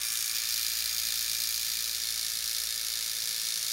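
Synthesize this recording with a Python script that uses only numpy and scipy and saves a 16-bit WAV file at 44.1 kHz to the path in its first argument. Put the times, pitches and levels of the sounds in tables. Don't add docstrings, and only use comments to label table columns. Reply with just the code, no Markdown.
import sys
import numpy as np
from scipy import signal
from scipy.fft import rfft, irfft
from scipy.io import wavfile
from scipy.ndimage import uniform_filter1d

SR = 44100
rng = np.random.default_rng(int(sys.argv[2]) if len(sys.argv) > 2 else 0)


def bounce(signal):
    frames = np.transpose(np.atleast_2d(signal))
    limited = np.clip(frames, -1, 1)
    pcm = np.round(limited * 32767).astype(np.int16)
    wavfile.write(sys.argv[1], SR, pcm)


N = 164052

# (time [s], rate [swings/s])
DRIVE_SPEED = [(0.0, 57.5), (0.2, 56.91), (0.4, 56.75), (0.55, 56.83), (0.7, 57.14), (0.8, 56.72),
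               (0.92, 56.9), (1.2, 57.12), (1.6, 56.94), (1.85, 56.68), (2.2, 56.71), (2.4, 56.53),
               (2.6, 56.63), (2.95, 56.32), (3.3, 56.47), (3.72, 56.2)]
START_SWINGS = .04
# (place [swings], thud level [dB], tick level [dB], timing scatter [s], level scatter [dB])
SWING_KNOCKS = [(-.125, -12, -2.5, .00026, 1.6), (-.026, 0, -3, .00016, 1.2),
                (.083, -5.5, -17, .00018, 1.7), (.407, -10.5, -4.5, .00022, 1.8)]
# (frequency [Hz], gain [dB])
THUD_COLOUR = [(100, -29.5), (500, -25), (1050, -23.5), (1300, -17.5), (2000, -10.5), (3050, -7.5),
               (3550, -2), (4400, -4), (5200, -2.5), (7200, -2), (7600, -7.5), (9000, -6.5), (11000, -8.5),
               (12500, -3), (13100, -37), (16000, 1.5), (18000, -22)]
# (frequency [Hz], gain [dB])
TICK_COLOUR = [(100, -39), (1000, -33), (1700, -12), (3000, -8.5), (5200, 0), (7100, 0), (7700, -9),
               (9500, -0.5), (11000, -2), (13300, -2), (15000, -3), (16000, -9), (18000, -14)]
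CHATTER_S, CHATTER_DB = 0.00033, 0
SPREAD_S, SPREAD_STEP_HZ = .00032, 687
# (frequency [Hz], gain [dB])
RUB_COLOUR = [(100, -27), (600, -22.5), (1050, -21.5), (1270, -4), (1550, -7.5), (2400, -5), (3000, -3.5),
              (3600, -1.5), (4400, -4), (5200, -2), (7200, -1.5), (7600, -5), (12000, -9), (16000, -21),
              (18000, -42)]
RUB_DB, RUB_GRAIN_DB = -6.5, 3
RUB_SWELL, RUB_PEAK_SWINGS = 0.16, 0.49
# (frequency [Hz], width [Hz], level in grip 0 [dB], in grip 1 [dB], in grip 2 [dB])
HANDLE_MODES = [(1730, 49, 4.5, -1, -7), (1770, 61, -21, 1, 6), (2220, 97, -26, -18, 3),
                (2385, 95, 7.5, 6, -11), (3717, 240, -5.5, -3.5, 1), (4240, 210, -30, 3.5, 4),
                (4770, 216, 2, 6, 4), (5520, 204, 3.5, -3, -1.5), (6530, 120, 4, 0.5, -25),
                (8550, 150, 4, -6, -4), (9350, 260, -5, -10, -15), (9770, 80, -13, -4, 0),
                (10480, 160, -2, -18, -6), (12540, 360, -19, -6, -6)]
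# (time [s], grip [0-2])
GRIP_POSITION = [(.24, 0), (.42, 1), (1.75, 1.08), (2.1, 2)]
EARLY_S, EARLY_DB = 0.0031, -5
TAIL_S, TAIL_DB = 0.006, -9.5
THUD_WET_DB, TICK_WET_DB = 1.5, 0
# (time [s], low mids [dB], presence [dB], treble [dB], top [dB])
RATTLE_BANDS = [(0.0, -44.0, -35.3, -37.5, -44.2), (0.2, -43.1, -34.0, -35.3, -41.9),
                (0.3, -44.5, -34.2, -37.9, -44.5), (0.38, -41.9, -32.1, -38.6, -39.5),
                (0.43, -43.8, -34.4, -40.2, -45.6), (0.5, -43.4, -32.8, -37.2, -41.1),
                (0.85, -43.2, -34.1, -37.5, -40.7), (1.3, -44.4, -33.1, -37.1, -41.6),
                (1.8, -45.4, -34.0, -38.8, -41.9), (2.05, -45.8, -34.1, -38.6, -45.8),
                (2.45, -45.9, -34.7, -38.0, -45.6), (3.1, -46.1, -35.1, -39.2, -46.7),
                (3.5, -45.8, -33.5, -37.6, -46.6), (3.72, -45.3, -34.1, -37.8, -46.7)]
RATTLE_CENTRES_HZ = (1930, 5250, 10900, 13700)
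RATTLE_DB = -31.5
# (multiple of the swing rate [1], level [dB])
DRIVE_HARMONICS = [(2, -81), (3, -72), (5, -81), (10, -79.5), (11, -73), (13, -76), (17, -75.5)]
# (time [s], frequency [Hz], level [dB])
MOTOR_WHINE = [(0, 495.6, -78), (.87, 499.4, -69.5), (2.2, 493.6, -68), (3.72, 491, -65.5)]
# (time [s], level [dB])
MOTOR_OVERTONE = [(0, -61.5), (.35, -65), (1.2, -77), (3.72, -78)]
OVERTONE_HZ = 1160
# (time [s], level [dB])
HUM_LEVEL = [(0.02, -62), (0.09, -67), (0.84, -59.5), (2.66, -62.5), (3.24, -67), (3.5, -76), (3.57, -77),
             (3.7, -69)]
HUM_HZ, HUM_THIRD_DB = 59.7, -10.5
# (frequency [Hz], density [dB per Hz, relative])
AIR_COLOUR = [(20, -44), (32, -10), (45, 0), (80, 2.5), (130, 1.5), (250, -6.5), (500, -7), (1000, -5),
              (4000, -10), (16000, -44)]
AIR_DB = -60.5
TOP_HZ = 15750


def knocks(turn, t):
    swings = np.arange(int(turn[-1]) + 2)
    thuds = ticks = 0
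    for place, thud_db, tick_db, scatter_s, scatter_db in SWING_KNOCKS:
        late, hard, bright = np.clip(rng.standard_normal((len(swings), 3)).T, -2, 2)
        times_s = np.interp(swings + place, turn, t, left=-1, right=10) + scatter_s * late
        thud_sizes = undb(thud_db + scatter_db * hard)
        tick_sizes = undb(tick_db + scatter_db * (hard + bright) / np.sqrt(2))
        thuds = thuds + disperse(clicks(times_s, thud_sizes))
        ticks = ticks + disperse(clicks(times_s, tick_sizes))
    thuds = colour(room(chatter(thuds), THUD_WET_DB), THUD_COLOUR)
    ticks = colour(room(chatter(ticks), TICK_WET_DB), TICK_COLOUR)
    return level(thuds + ticks, 0)


def chatter(hits):
    return hits + undb(CHATTER_DB) * smear(hits, CHATTER_S)


def disperse(x):
    f = np.fft.rfftfreq(N, 1 / SR)
    delays_s = SPREAD_S * np.minimum(rng.exponential(size=128), 3)
    delay_s = np.interp(f / SPREAD_STEP_HZ, np.arange(len(delays_s)), delays_s)
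    phase = 2 * np.pi * np.cumsum(delay_s) * f[1]
    return irfft(rfft(x) * np.exp(-1j * phase), N)


def gears(turn):
    grains = rng.standard_normal(N) * undb(RUB_GRAIN_DB * rng.standard_normal(N))
    swell = 1 + RUB_SWELL * np.cos(2 * np.pi * (turn - RUB_PEAK_SWINGS))
    return level(colour(grains * swell, RUB_COLOUR), RUB_DB)


def handle(x, t):
    grip = np.interp(t, *np.array(GRIP_POSITION).T)
    out = x
    for hz, width_hz, *grip_db in HANDLE_MODES:
        mode = signal.lfilter(*signal.iirpeak(hz, hz / width_hz, fs=SR), x)
        gain = np.interp(grip, np.arange(len(grip_db)), undb(grip_db))
        out = out + gain * mode
    return out


def band_levels(x, t):
    times_s, *curves = np.array(RATTLE_BANDS).T
    f = np.fft.rfftfreq(N, 1 / SR)
    spectrum = rfft(x)
    out = 0
    for shape, curve in zip(np.eye(len(curves)), curves):
        band = irfft(spectrum * np.interp(f, RATTLE_CENTRES_HZ, shape), N)
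        db = np.interp(t, times_s, curve)
        out = out + band * undb(db - db.mean())
    return out


def motor(turn, t):
    times_s, hz, db = np.array(MOTOR_WHINE).T
    whine_cycles = np.cumsum(np.interp(t, times_s, hz)) / SR
    out = tone(whine_cycles, np.interp(t, times_s, db))
    out = out + tone(OVERTONE_HZ * t, np.interp(t, *np.array(MOTOR_OVERTONE).T))
    for multiple, db in DRIVE_HARMONICS:
        out = out + tone(round(multiple) * turn, db + 1.5 * walk(5.42))
    return out


def room(x, wet_db):
    early = undb(EARLY_DB) * smear(x, EARLY_S)
    tail = undb(TAIL_DB) * smear(x, TAIL_S)
    return x + undb(wet_db) * (early + tail)


def background(t):
    db = np.interp(t, *np.array(HUM_LEVEL).T)
    hum = tone(HUM_HZ * t, db) + tone(3 * HUM_HZ * t, db + HUM_THIRD_DB)
    air = level(colour(rng.standard_normal(N), AIR_COLOUR), AIR_DB)
    return hum + air


def undb(db):
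    return 10 ** (np.asarray(db) / 20)


def level(x, db):
    return x * undb(db) / np.sqrt(np.mean(x ** 2))


def tone(cycles, db):
    return level(np.sin(2 * np.pi * (cycles + rng.random())), db)


def walk(rate_hz):
    k = int(SR / rate_hz)
    steps = np.repeat(rng.standard_normal(N // k + 1), k)
    return 2.3 * uniform_filter1d(uniform_filter1d(steps, k), k)[:N]


def clicks(times_s, sizes):
    inside = (times_s >= 0) & (times_s * SR < N)
    return np.bincount((times_s[inside] * SR).astype(int), sizes[inside], N)


def smear(x, decay_s):
    keep = np.exp(-1 / (decay_s * SR))
    energy = signal.lfilter([1 - keep], [1, -keep], x ** 2 + 1e-18)
    return np.sqrt(energy) * rng.standard_normal(N)


def colour(x, points, size=4096):
    hz, db = np.array(points).T
    f = np.maximum(np.fft.rfftfreq(size, 1 / SR), 1)
    cepstrum = irfft(np.log(undb(np.interp(np.log(f), np.log(hz), db))))
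    cepstrum[1:size // 2] *= 2
    cepstrum[size // 2 + 1:] = 0
    response = irfft(np.exp(rfft(cepstrum)))
    return signal.fftconvolve(x, response)[:N]


def scene():
    t = np.arange(N) / SR
    turn = START_SWINGS + np.cumsum(np.interp(t, *np.array(DRIVE_SPEED).T)) / SR
    shell = handle(knocks(turn, t) + gears(turn), t)
    rattle = level(band_levels(shell, t), RATTLE_DB)
    return (rattle + motor(turn, t) + background(t))[None]


def record(dry):
    return signal.sosfilt(signal.ellip(12, .1, 80, TOP_HZ, fs=SR, output="sos"), dry)


dry = scene()
out = record(dry)
bounce(out)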